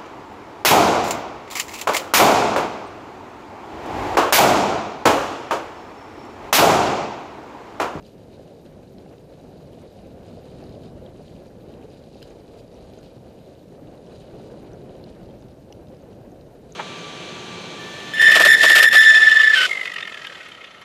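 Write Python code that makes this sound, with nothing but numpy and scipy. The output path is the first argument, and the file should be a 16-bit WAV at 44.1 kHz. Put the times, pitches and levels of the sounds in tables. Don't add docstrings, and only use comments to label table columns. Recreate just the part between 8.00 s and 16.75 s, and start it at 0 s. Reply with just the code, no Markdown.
import sys
import numpy as np
from scipy import signal
from scipy.fft import rfft, irfft, next_fast_len
from scipy.io import wavfile
from scipy.ndimage import uniform_filter1d, map_coordinates

SR = 44100
rng = np.random.default_rng(int(sys.argv[2]) if len(sys.argv) > 2 else 0)


def elevation(decibels):
    levels = np.asarray(decibels, float)
    return 10 ** (levels / 20)


def wav_out(sig):
    wavfile.write(sys.argv[1], SR, np.round(np.clip(np.atleast_2d(sig).T, -1, 1) * 32767).astype(np.int16))


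N = 385875
TAIL = 1500


def unit(x):
    return x / np.sqrt(np.mean(x ** 2) + 1e-20)


def curves(rows):
    s, *cols = np.transpose(rows)
    return [np.interp(np.arange(N) / SR, s, c) for c in cols]


def swells(rows):
    t = np.arange(0, N / SR, .002)
    total_db = sum(db * np.exp(-((t - s) / half) ** 2) for s, db, half in rows)
    return np.interp(np.arange(N) / SR, t, total_db)


def wobble(rate):
    knots = rng.standard_normal(int(N * rate / SR) + 4)
    return map_coordinates(knots, [np.arange(N) * rate / SR])


def filtered(x, response):
    m = next_fast_len(len(x) + 8192)
    return irfft(rfft(x, m) * response(np.fft.rfftfreq(m, 1 / SR)), m)[:len(x)]


def resonance(mode):
    centre, width, db = mode
    return lambda f: elevation(db) * 1j * f * width / (centre * centre - f * f + 1j * f * width)


def ringing(modes, x):
    return sum((-1) ** k * filtered(x, resonance(mode)) for k, mode in enumerate(modes))


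def rush(spectrum, patchy_db):
    z = signal.stft(rng.standard_normal(N), nperseg=512)[2]
    field = uniform_filter1d(rng.standard_normal(z.shape), size=4, axis=0)
    field = uniform_filter1d(field, size=8, axis=1)
    noise = signal.istft(z * elevation(patchy_db * unit(field)), nperseg=512)[1][:N]
    hz, db = np.transpose(spectrum)
    return unit(filtered(noise, lambda f: elevation(np.interp(np.log(f + 1), np.log(hz), db))))


def add(out, s, db, hz, t60, rise):
    t = np.arange(TAIL)[:, None] / SR
    ring = np.sin(2 * np.pi * (np.atleast_1d(hz) * t + .2 * rng.random(np.size(hz))))
    envelope = elevation(db - 60 * t / t60) * (1 - np.exp(-(t / rise) ** 2))
    out[round(s * SR):][:len(t)] += np.sum(envelope * ring, axis=1)


def single_tones(rows, louder_db, t60, rise):
    out = np.zeros(N + TAIL)
    for s, db, hz in rows:
        add(out, s, db + louder_db, hz, t60, rise)
    return out[:N]


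# (f/Hz, level/dB per Hz)
BUFFET = [(10, -43), (25, -8.5), (60, -1.5), (100, 0.5), (160, 2), (250, -1), (400, -8), (800, -60),
          (1600, -100)]
# (t/s, level/dB)
WIND = [(0, -47.5), (.6, -47), (1.2, -45.5), (1.75, -46), (2.35, -44), (2.55, -43), (2.85, -41.5),
        (3.2, -44), (3.9, -45.5), (4.5, -49), (5.2, -46.5), (5.65, -47), (6.2, -44.5), (6.7, -43.5),
        (7.3, -43.5), (7.6, -47.5), (7.95, -46), (8.75, -46.5)]
# (t/s, level change/dB)
EDDIES = [(0, 0), (.9, -3), (1.5, -2.5), (2.1, 1), (2.6, -2), (3.1, 2), (3.7, -1), (4.9, 3), (5.9, -2),
          (6.9, 1), (7.5, 1), (8.75, 1.5)]
# (t/s, level change/dB, half length/s)
SHELTER = [(.12, -6, 0.032), (.69, 4.5, .03), (.96, 3.5, 0.027), (.61, -3, 0.028), (1.3, -4, .09),
           (2.44, -3, .03), (5.33, -4, .04), (6.24, -3, .03), (7.07, 3, 0.027), (7.41, -3, .02),
           (7.72, -3, .025), (7.92, 3.5, .03), (8.48, -3, .02), (1.8, 4, 0.035), (1.89, -7, 0.04),
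           (4.68, 2.5, 0.036), (5.13, -5, 0.046), (5.88, 4.5, 0.034), (6.0, -3, 0.033), (6.94, -10, .02),
           (7.15, -3.5, 0.044), (8.02, -5, 0.017), (8.55, -5, 0.07)]


def wind():
    eddy_hz = 115
    shelter_db = swells(SHELTER)
    buffet = rush(BUFFET, patchy_db=-0.8)
    throb = filtered(buffet, lambda f: 1 / (1 + (f / eddy_hz) ** 6))
    buffet = buffet + (elevation(curves(EDDIES)[0] - .5 * shelter_db) - 1) * throb
    return elevation(curves(WIND)[0] + shelter_db) * buffet


def unloading():
    t = np.arange(N) / SR
    dip = np.zeros(N)
    for s, *_ in list(JOLTS) + list(STONES):
        near = slice(max(round((s - .04) * SR), 0), round(s * SR))
        dip[near] -= 8 * np.exp((t[near] - s) / 0.0062)
    return uniform_filter1d(dip, size=40)


# (f/Hz, level/dB per Hz)
RUMBLE = [(80, -56), (160, -26), (280, -3.5), (420, 0), (540, 0), (700, -6.5), (900, -15.5), (1200, -29),
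          (2500, -71)]
# (f/Hz, level/dB per Hz)
SCRUB = [(500, -69), (900, 0.5), (1150, 1), (1550, 1), (2000, -4), (3000, -7), (6000, -31)]
# (t/s, level/dB)
LOAD = [(0, -48), (.4, -47.5), (1.2, -46.5), (1.7, -46.5), (2.4, -45), (2.75, -43.5), (3.1, -46),
        (3.8, -44.5), (4.1, -47.5), (5, -46.5), (5.15, -48.5), (5.6, -47), (5.9, -44.5), (6.6, -42),
        (7.1, -43.5), (7.6, -48.5), (8.1, -46.5), (8.75, -47)]
# (t/s, level change/dB, half length/s)
HUMPS = [(.12, -3, .02), (.9, -3, 0.06), (1.13, 3.5, .02), (1.17, -2, .015), (2.62, 2.5, .03),
         (3.27, -2, .05), (6.33, 2, 0.028), (6.49, -2, 0.023), (6.55, 3.5, 0.021), (6.61, -2.5, 0.018),
         (6.74, 2.5, .03), (6.83, -2, .04), (7.65, -1, .03), (7.8, 2, .04), (1.25, -2.5, 0.078),
         (1.83, 4.5, .02), (1.89, -2.5, 0.056), (2.04, 2, .02), (3.07, 3.5, .04), (3.42, 1.5, 0.04),
         (3.57, -3.5, 0.074), (4.1, -2.5, .04), (4.31, 4, 0.056), (4.52, 3, 0.048), (4.68, -2, 0.033),
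         (4.75, 3, 0.038), (5.3, 2, 0.083), (5.63, -3.5, 0.091), (6.02, -3.5, 0.036), (6.21, -3, 0.047),
         (7.87, -2.5, 0.011), (7.92, 3.5, .03), (8.02, -2.5, .02), (8.1, 2.5, 0.026), (8.15, -3.5, 0.029),
         (8.26, 2, 0.039)]


def tyres():
    rumble_db = curves(LOAD)[0] + swells(HUMPS)
    usual_db = rumble_db.mean()
    scrub_db = usual_db - 18.5 + 0.92 * (rumble_db - usual_db)
    scrub_db = scrub_db + 0.1 * swells(HEAPS) + 0.52 * wobble(15)
    bumps = wobble(60)
    rumble = unit(elevation(1.0 * bumps) * rush(RUMBLE, patchy_db=0.5))
    scrub = unit(elevation(0.7 * bumps + 1.7 * wobble(150)) * rush(SCRUB, patchy_db=-0.8))
    return elevation(rumble_db + unloading()) * rumble + elevation(scrub_db) * scrub


def crackles(per_second, size_db, clump_db, count):
    density = per_second * elevation(clump_db * wobble(14))
    draw = rng.random((count, 3))
    arrival = np.cumsum(-np.log(1 - draw[:, 0]))
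    at = np.searchsorted(np.cumsum(density) / SR, arrival)
    size = elevation(-size_db * np.log(1 - .998 * draw[:, 1])) * np.sign(draw[:, 2] - .5)
    return np.bincount(at[at < N], size[at < N], N)


def crush():
    snapping = unit(crackles(1500, size_db=3.5, clump_db=1.26, count=30000))
    return snapping + 0.5 * rng.standard_normal(N)


# (f/Hz, width/Hz, level/dB)
CASE = [(1550, 400, -2), (2450, 280, 3), (2980, 310, 4.5), (3904, 670, 6), (4880, 670, 2), (5760, 260, -8),
        (6700, 560, -7.5), (9000, 2200, -14), (12160, 430, -22)]
# (t/s, level/dB)
DEPTH = [(0.0, -65), (0.36, -64), (0.78, -68), (1.61, -64.5), (1.88, -62.5), (2.24, -64.5), (2.7, -59),
         (2.9, -67), (3.34, -61), (3.51, -65.5), (4.97, -62.5), (5.07, -63), (5.78, -67.5), (6.21, -62.5),
         (7.14, -65), (7.63, -69.5), (8.09, -68.5), (8.75, -70.5)]
# (t/s, level change/dB, half length/s)
HEAPS = [(.06, 8, 0.024), (.16, -4, .02), (.21, 2.5, .03), (.54, 3, .015), (.88, 2, .015), (3.95, 3, .06),
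         (4.53, 2, .03), (5.3, 1, 0.073), (3.16, -3, .045), (3.29, 2, .05), (3.55, -4, .04),
         (.34, 5.5, .02), (.5, 2, 0.03), (.66, 8.5, 0.0093), (1.0, 3, .02), (1.1, 2, .03), (1.33, 2, .04),
         (1.62, 2, 0.025), (2.27, 4, .03), (2.5, 3.5, 0.04), (2.86, 5.5, 0.047), (3.7, 3, .03),
         (3.87, -7, 0.015), (4.12, -2, 0.013), (4.2, 4.5, 0.075), (4.41, 2.5, 0.017), (4.6, 5, 0.021),
         (5.04, 3.5, 0.072), (5.55, 3, 0.073), (4.28, 6, .008), (4.89, 3, .02), (6.14, 4.5, 0.036),
         (6.23, 4, .025), (6.5, 2.5, .03), (6.44, 4.5, 0.024), (6.96, 2.5, .03), (7.1, 8, .02),
         (8.125, 6, 0.018), (1.27, -2.5, .03), (8.71, 9, 0.033)]


def leaves():
    crunch_db = curves(DEPTH)[0] + swells(HEAPS)
    bright_db = -8.5 - 0.2 * (crunch_db - crunch_db.mean()) + 0.7 * wobble(12)
    flutter_db = 1.5 * wobble(50)
    shared = crush()
    body = np.zeros(N)
    for k, mode in enumerate(CASE[1:5]):
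        body += (-1) ** k * filtered(shared + 1.17 * crush(), resonance(mode))
    body = filtered(unit(body), lambda f: 1 / np.sqrt(1 + (f / 5250) ** 16))
    edge = unit(ringing(CASE[5:], shared + 2.1 * crush()))
    return elevation(crunch_db + flutter_db - 1.15) * (body + elevation(bright_db - 0.5) * edge)


WRITES = [1, 3, 4, 6, 8, 9, 11, 14, 17, 18, 21, 24, 26, 28, 29, 32, 33, 34, 36, 39, 44, 45, 47, 49, 50, 51,
          53, 54, 56, 58, 62, 64, 66, 68, 70, 72, 74, 77, 78, 80, 82, 83, 85]


def writing():
    first_s, slot_s, half_s = .028, 1 / 9.99, .011
    return swells([(first_s + slot * slot_s, 1, half_s) for slot in WRITES])


# (f/Hz, level/dB per Hz)
HISS = [(1000, 3.5), (3000, -3.5), (6000, -0.5), (8000, -4.5), (10500, -3), (12000, -2.5), (12800, -3),
        (13400, 3), (14900, 0.5), (15400, -60)]
# (f/Hz, level/dB per Hz)
FIZZ = [(10000, -40), (10800, -6), (11500, 0), (12300, -1), (13000, -8), (14500, -8), (15400, -40)]
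# (f/Hz, rms level/dB)
WHINE = [(5545, -90), (11090, -97)]


def electronics():
    t = np.arange(N) / SR
    whine = np.zeros(N)
    for hz, db in WHINE:
        whine += np.sqrt(2) * elevation(db) * np.sin(2 * np.pi * hz * t + 0.77 * wobble(30))
    hiss = elevation(-68.0) * rush(HISS, patchy_db=1.4)
    fizz = elevation(-74) * writing() * rush(FIZZ, patchy_db=1.5)
    return hiss + fizz + whine


# (t/s, peak level/dB, f/Hz)
PINGS = [(0.025, -49, 6450), (4.1704, -49, 6290), (4.2268, -46, 5900), (4.3021, -44, 6460),
         (4.6783, -55, 6780), (4.7435, -44, 5750), (4.988, -40, 6490), (6.0636, -47, 5740),
         (6.3465, -52, 6340), (6.733, -41.5, 5950), (7.414, -50, 6450), (7.7248, -44, 6300),
         (8.0222, -48, 6430), (8.3175, -48, 6380), (8.7225, -30.5, 6500)]


def pings():
    return single_tones(PINGS, louder_db=1.5, t60=0.0065, rise=0.00051)


# (f/Hz, level/dB, t60/s)
STRUCK = [(1590, -3, 0.016), (2780, 5.5, 0.016), (3100, 7, 0.013), (3700, 1.5, 0.01), (4100, 1.5, 0.013),
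          (5030, 2, 0.023), (5950, -7, 0.0075), (6370, 3, 0.0092)]
# (t/s, peak level/dB, centre f/Hz)
TWIGS = [(0.0253, -52, 2780), (0.0648, -52, 3030), (0.9827, -49, 2980), (1.1263, -54, 2790),
         (1.1817, -55, 2710), (1.7325, -49, 3240), (2.2323, -48, 3280), (2.2583, -49, 3040),
         (2.4613, -55, 3000), (2.6125, -48, 3090), (2.8345, -50, 3230), (3.1622, -54, 3000),
         (3.2799, -44, 3200), (3.7389, -49, 2840), (3.8167, -54, 3080), (4.144, -49, 2800),
         (4.2192, -43, 2850), (5.3887, -51, 3010), (5.872, -52, 2900), (6.0711, -51, 3120),
         (6.8932, -49, 2970), (6.9531, -51, 3010), (7.2878, -53, 3170), (7.2993, -53, 3110),
         (7.309, -50, 2950)]
# (t/s, peak level/dB, centre f/Hz)
GRIT = [(0.3394, -51, 4050), (0.6614, -46, 3830), (0.9832, -44, 3980), (1.1812, -47, 3700),
        (2.638, -45, 4650), (2.6928, -45, 4040), (2.7242, -46, 4030), (2.7506, -45, 4300),
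        (2.8574, -43, 3950), (4.1285, -51, 3850), (4.5406, -53, 4060), (4.6783, -55, 3700),
        (4.9357, -44, 3870), (4.9801, -47, 3880), (5.03, -44.5, 4180), (5.461, -49, 3910),
        (6.0636, -51, 3950), (7.0609, -48, 3850), (7.0913, -50, 3840), (7.423, -49, 3700),
        (7.4839, -50, 3800), (7.9458, -49, 4000), (8.4103, -46, 3980)]
# (t/s, peak level/dB, centre f/Hz)
MORE_TICKS = [(0.1795, -52, 3750), (2.1051, -51, 3570), (2.2827, -49, 5030), (2.5494, -49, 3940),
              (4.038, -46, 3910), (4.3056, -49, 4690), (4.3994, -49, 4510), (7.2394, -54, 3820),
              (7.2594, -51, 4120), (7.3876, -53, 3950), (7.5094, -54, 4920), (7.87, -49, 3670),
              (7.8844, -48, 3920), (7.9244, -54, 4080), (7.9678, -52, 5180)]


def ticks():
    out = np.zeros(N + TAIL)
    tick_db, own_db, fall_db_per_octave = -7.5, 3, 14
    hz, mode_db, t60 = np.transpose(STRUCK)
    for s, db, centre_hz in list(TWIGS) + list(GRIT) + list(MORE_TICKS):
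        own_t60 = 0.013 * np.exp(-0.02 * (db + 47))
        add(out, s, db + tick_db + own_db, centre_hz, own_t60, rise=0.00073)
        detune = 1 + 0.02 * rng.standard_normal(len(hz))
        octaves_away = np.abs(np.log2(np.maximum(hz, 2600) / centre_hz))
        share_db = mode_db - fall_db_per_octave * octaves_away
        add(out, s, db + share_db + tick_db, hz * detune, t60, rise=0.00036)
    return out[:N]


# (t/s, peak level/dB, f/Hz)
STEMS = [(0.3332, -53, 2570), (0.3432, -51, 4080), (0.4786, -53, 2900), (0.6553, -55, 2660),
         (0.8286, -57, 2650), (0.8715, -57, 2870), (0.8766, -52, 4170), (1.0797, -53, 2820),
         (1.0919, -56, 4210), (1.2963, -56, 4050), (1.3985, -51, 3870), (1.4046, -55, 2530),
         (1.9885, -52, 2980), (2.048, -53, 2520), (2.1061, -54, 2760), (2.1096, -56, 3860),
         (2.4842, -50, 3850), (2.8407, -51, 3040), (3.0752, -53, 2810), (3.1627, -58, 3700),
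         (3.2802, -52, 3500), (3.3626, -52, 2680), (3.6849, -54, 3920), (3.6924, -54, 2670),
         (3.7388, -51, 3940), (3.8263, -48, 2530), (3.8332, -53, 2950), (3.9058, -56, 2670),
         (3.9156, -54, 2710), (3.9965, -55, 4010), (4.4042, -54, 4100), (4.5417, -53, 2420),
         (4.5931, -51, 2580), (5.247, -55, 2780), (5.5415, -56, 2650), (5.5505, -52, 3700),
         (5.5514, -55, 2980), (5.7068, -55, 3950), (5.8723, -53, 3730), (5.8797, -54, 2810),
         (5.9458, -53, 2910), (5.9763, -51, 3950), (6.1494, -53, 4040), (6.6679, -55, 3980),
         (6.8938, -54, 3980), (7.2598, -55, 2920), (7.2887, -55, 3760), (7.3083, -56, 3600),
         (7.5923, -57, 2640), (7.9249, -56, 2790), (7.947, -55, 2930), (8.1312, -54, 2830)]
# (t/s, peak level/dB, f/Hz)
FLAKES = [(0.0258, -52, 4900), (0.0655, -60, 6620), (0.0656, -51, 4780), (0.2181, -60, 6640),
          (0.5293, -63, 5010), (0.8764, -58, 4690), (1.093, -57, 4720), (1.1264, -60, 5980),
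          (1.6035, -61, 4900), (1.9885, -55, 4790), (2.3694, -57, 4880), (2.6387, -48, 4660),
          (2.8699, -57, 4920), (2.9004, -54, 5020), (3.0525, -56, 4810), (3.218, -54, 4900),
          (3.4812, -53, 4760), (3.6934, -57, 4990), (3.7394, -59, 4820), (3.9035, -51, 4950),
          (3.9136, -59, 6090), (3.9159, -58, 4940), (4.148, -53, 4910), (4.2861, -59, 5020),
          (4.3841, -59, 5830), (4.404, -57, 4710), (4.5742, -55, 4750), (4.5906, -53, 4830),
          (4.6001, -54, 4720), (4.6788, -50, 4770), (6.026, -56, 4720), (6.0643, -54, 5080),
          (6.1398, -57, 4750), (6.1594, -54, 4720), (6.431, -57, 5880), (6.5148, -55, 4930),
          (6.9529, -56, 4800), (7.0616, -57, 4920), (7.2626, -59, 4780), (7.4227, -56, 4890),
          (7.4851, -60, 5930), (7.4854, -59, 5050), (7.8834, -59, 6000), (8.1311, -59, 6080),
          (8.7168, -59, 5060)]


def stems_and_flakes():
    return single_tones(list(STEMS) + list(FLAKES), louder_db=5.0, t60=0.0095, rise=0.00054)


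# (t/s, peak level/dB, f/Hz)
STONES = [(.393, -34, 517), (.714, -46, 520), (1.132, -41, 500), (1.772, -31.5, 480), (2.276, -40, 520),
          (2.441, -43, 520), (3.003, -40, 386), (3.082, -39, 363), (3.809, -37, 409), (3.883, -42, 490),
          (4.253, -38, 490), (4.43, -43, 420), (5.719, -37, 425), (5.775, -46, 520), (6.32, -35, 480),
          (6.54, -39, 468), (6.73, -43, 500), (7.065, -37, 463), (7.898, -38, 519), (8.23, -40, 423),
          (8.631, -44, 560)]
# (t/s, peak level/dB, f/Hz)
JOLTS = [(1.06, -34, 530), (1.817, -45, 580), (2.371, -31.5, 477), (2.623, -34, 546), (2.74, -33, 535),
         (2.912, -49, 550), (4.154, -32.5, 544), (4.822, -34.5, 508), (4.974, -29, 440), (6.425, -55, 520),
         (6.625, -35, 547), (7.102, -40, 427), (7.194, -39, 524), (7.286, -37, 580), (7.428, -39, 570),
         (7.701, -34.5, 557), (8.076, -45, 557), (8.316, -35, 500)]


def jolts():
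    out = np.zeros(N + TAIL)
    for s, db, pitch_hz in list(STONES) + list(JOLTS):
        add(out, s, db - np.array([3, 8]), pitch_hz * np.array([1, 1.45]), t60=0.05, rise=0.0012)
    return out[:N]


# (t/s, peak level/dB, body f/Hz, splinter
# f/Hz)
BRANCHES = [
    (1.0605, -55, 1600, 2200),
    (4.306, -50, 1600, 2450),
]


def branches():
    out = np.zeros(N + TAIL)
    for s, db, body_hz, splinter_hz in BRANCHES:
        pitches = [body_hz, body_hz, splinter_hz]
        add(out, s, db + np.array([-2, -6, 3]), pitches, t60=0.018, rise=0.0007)
    return out[:N]


# (t/s, peak level/dB, f/Hz)
CRACKS = [(3.0624, -40, 3230), (3.062, -42, 3750), (4.2272, -34, 3060), (4.2266, -36, 4130),
          (4.2264, -36, 5010), (4.226, -38, 1550), (4.2272, -45, 2400), (4.2305, -44, 5100),
          (4.2275, -50, 6800), (7.039, -36.5, 4160), (7.0394, -45, 4750), (7.0394, -46, 3600),
          (7.0392, -50, 5400), (7.0405, -45, 2900), (7.7248, -34, 2900), (7.7248, -40, 3260),
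          (7.7243, -40, 5110), (6.5, -43, 1550), (7.7246, -40, 5900), (7.7245, -47, 4200),
          (7.7245, -46, 2100)]


def cracks():
    return single_tones(CRACKS, louder_db=5, t60=0.0102, rise=0.0013)


# (t/s, peak level/dB)
SNAPS = [
    (4.2243, -44),
    (4.2268, -42),
    (4.2303, -46),
    (4.3051, -49),
    (7.7238, -46),
    (8.3175, -54),
    (8.531, -58),
]


def snaps():
    out = np.zeros(N + TAIL)
    for s, db in SNAPS:
        hz = np.linspace(7000, 15600, 24) + rng.normal(0, 300, 24)
        add(out, s, db - 13, hz, t60=0.007, rise=0.0006)
    return out[:N]


def scene():
    rolling = wind() + tyres() + leaves() + jolts()
    small_hits = pings() + ticks() + stems_and_flakes() + branches() + cracks() + snaps()
    return (rolling + small_hits + electronics())[None]


# (f/Hz, share 0-1)
CELLS = [(9000, 1), (10500, .82), (12300, .78), (12700, .4), (13450, .4), (13550, .4), (15000, .45)]
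# (f/Hz, share 0-1)
REACH = [(12700, 1), (12800, .85), (13480, .75), (13520, .24), (14200, .2), (14300, .04), (15030, .02),
         (15070, .004)]


def thinned(x):
    lead = 1024 - 169
    hz, _, z = signal.stft(np.pad(x, ((0, 0), (lead, 0))), SR, window="cosine", nperseg=2048)
    power = np.abs(z[0]) ** 2
    top = np.sum(power[hz > 9000], axis=0)
    favour = np.maximum(top / np.median(top) / 1.3, 1) ** 1.5
    load = np.log(np.sum(power[hz > 2000], axis=0) + 1e-20)
    load = np.exp(uniform_filter1d(load, size=25))
    ease = np.interp(hz, [12700, 13600, 14200, 14400], [0, 2.2, 2.4, 1])[:, None]
    spare = (np.median(load) / load) ** ease
    chance = rng.random(z.shape[1:])
    row = np.arange(len(hz))
    cell = np.where(hz < 13500, row // 4, row // 8 + 300)
    keep = chance[cell] < np.interp(hz, *np.transpose(CELLS))[:, None] * favour
    busy = writing()[np.clip(np.arange(len(top)) * 1024 - lead, 0, N - 1)] > .3
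    reach = np.interp(hz, *np.transpose(REACH))[:, None] * favour * spare
    extra = np.interp(hz, [13500, 14200, 14300, 15030, 15070], [.1, .15, .9, .75, 0])
    reach += busy * extra[:, None]
    very_high = (hz > 14250)[:, None]
    keep &= np.where(very_high, rng.random(len(top)), rng.random(len(top))) < reach
    keep |= (hz < CELLS[0][0])[:, None]
    return signal.istft(z * keep, SR, window="cosine", nperseg=2048)[1][:, lead:lead + N]


def band_limit(x):
    return signal.sosfilt(signal.butter(12, 15470, fs=SR, output="sos"), x)


def record(dry):
    mix = thinned(dry)
    return band_limit(mix)


dry = scene()
out = record(dry)
wav_out(out)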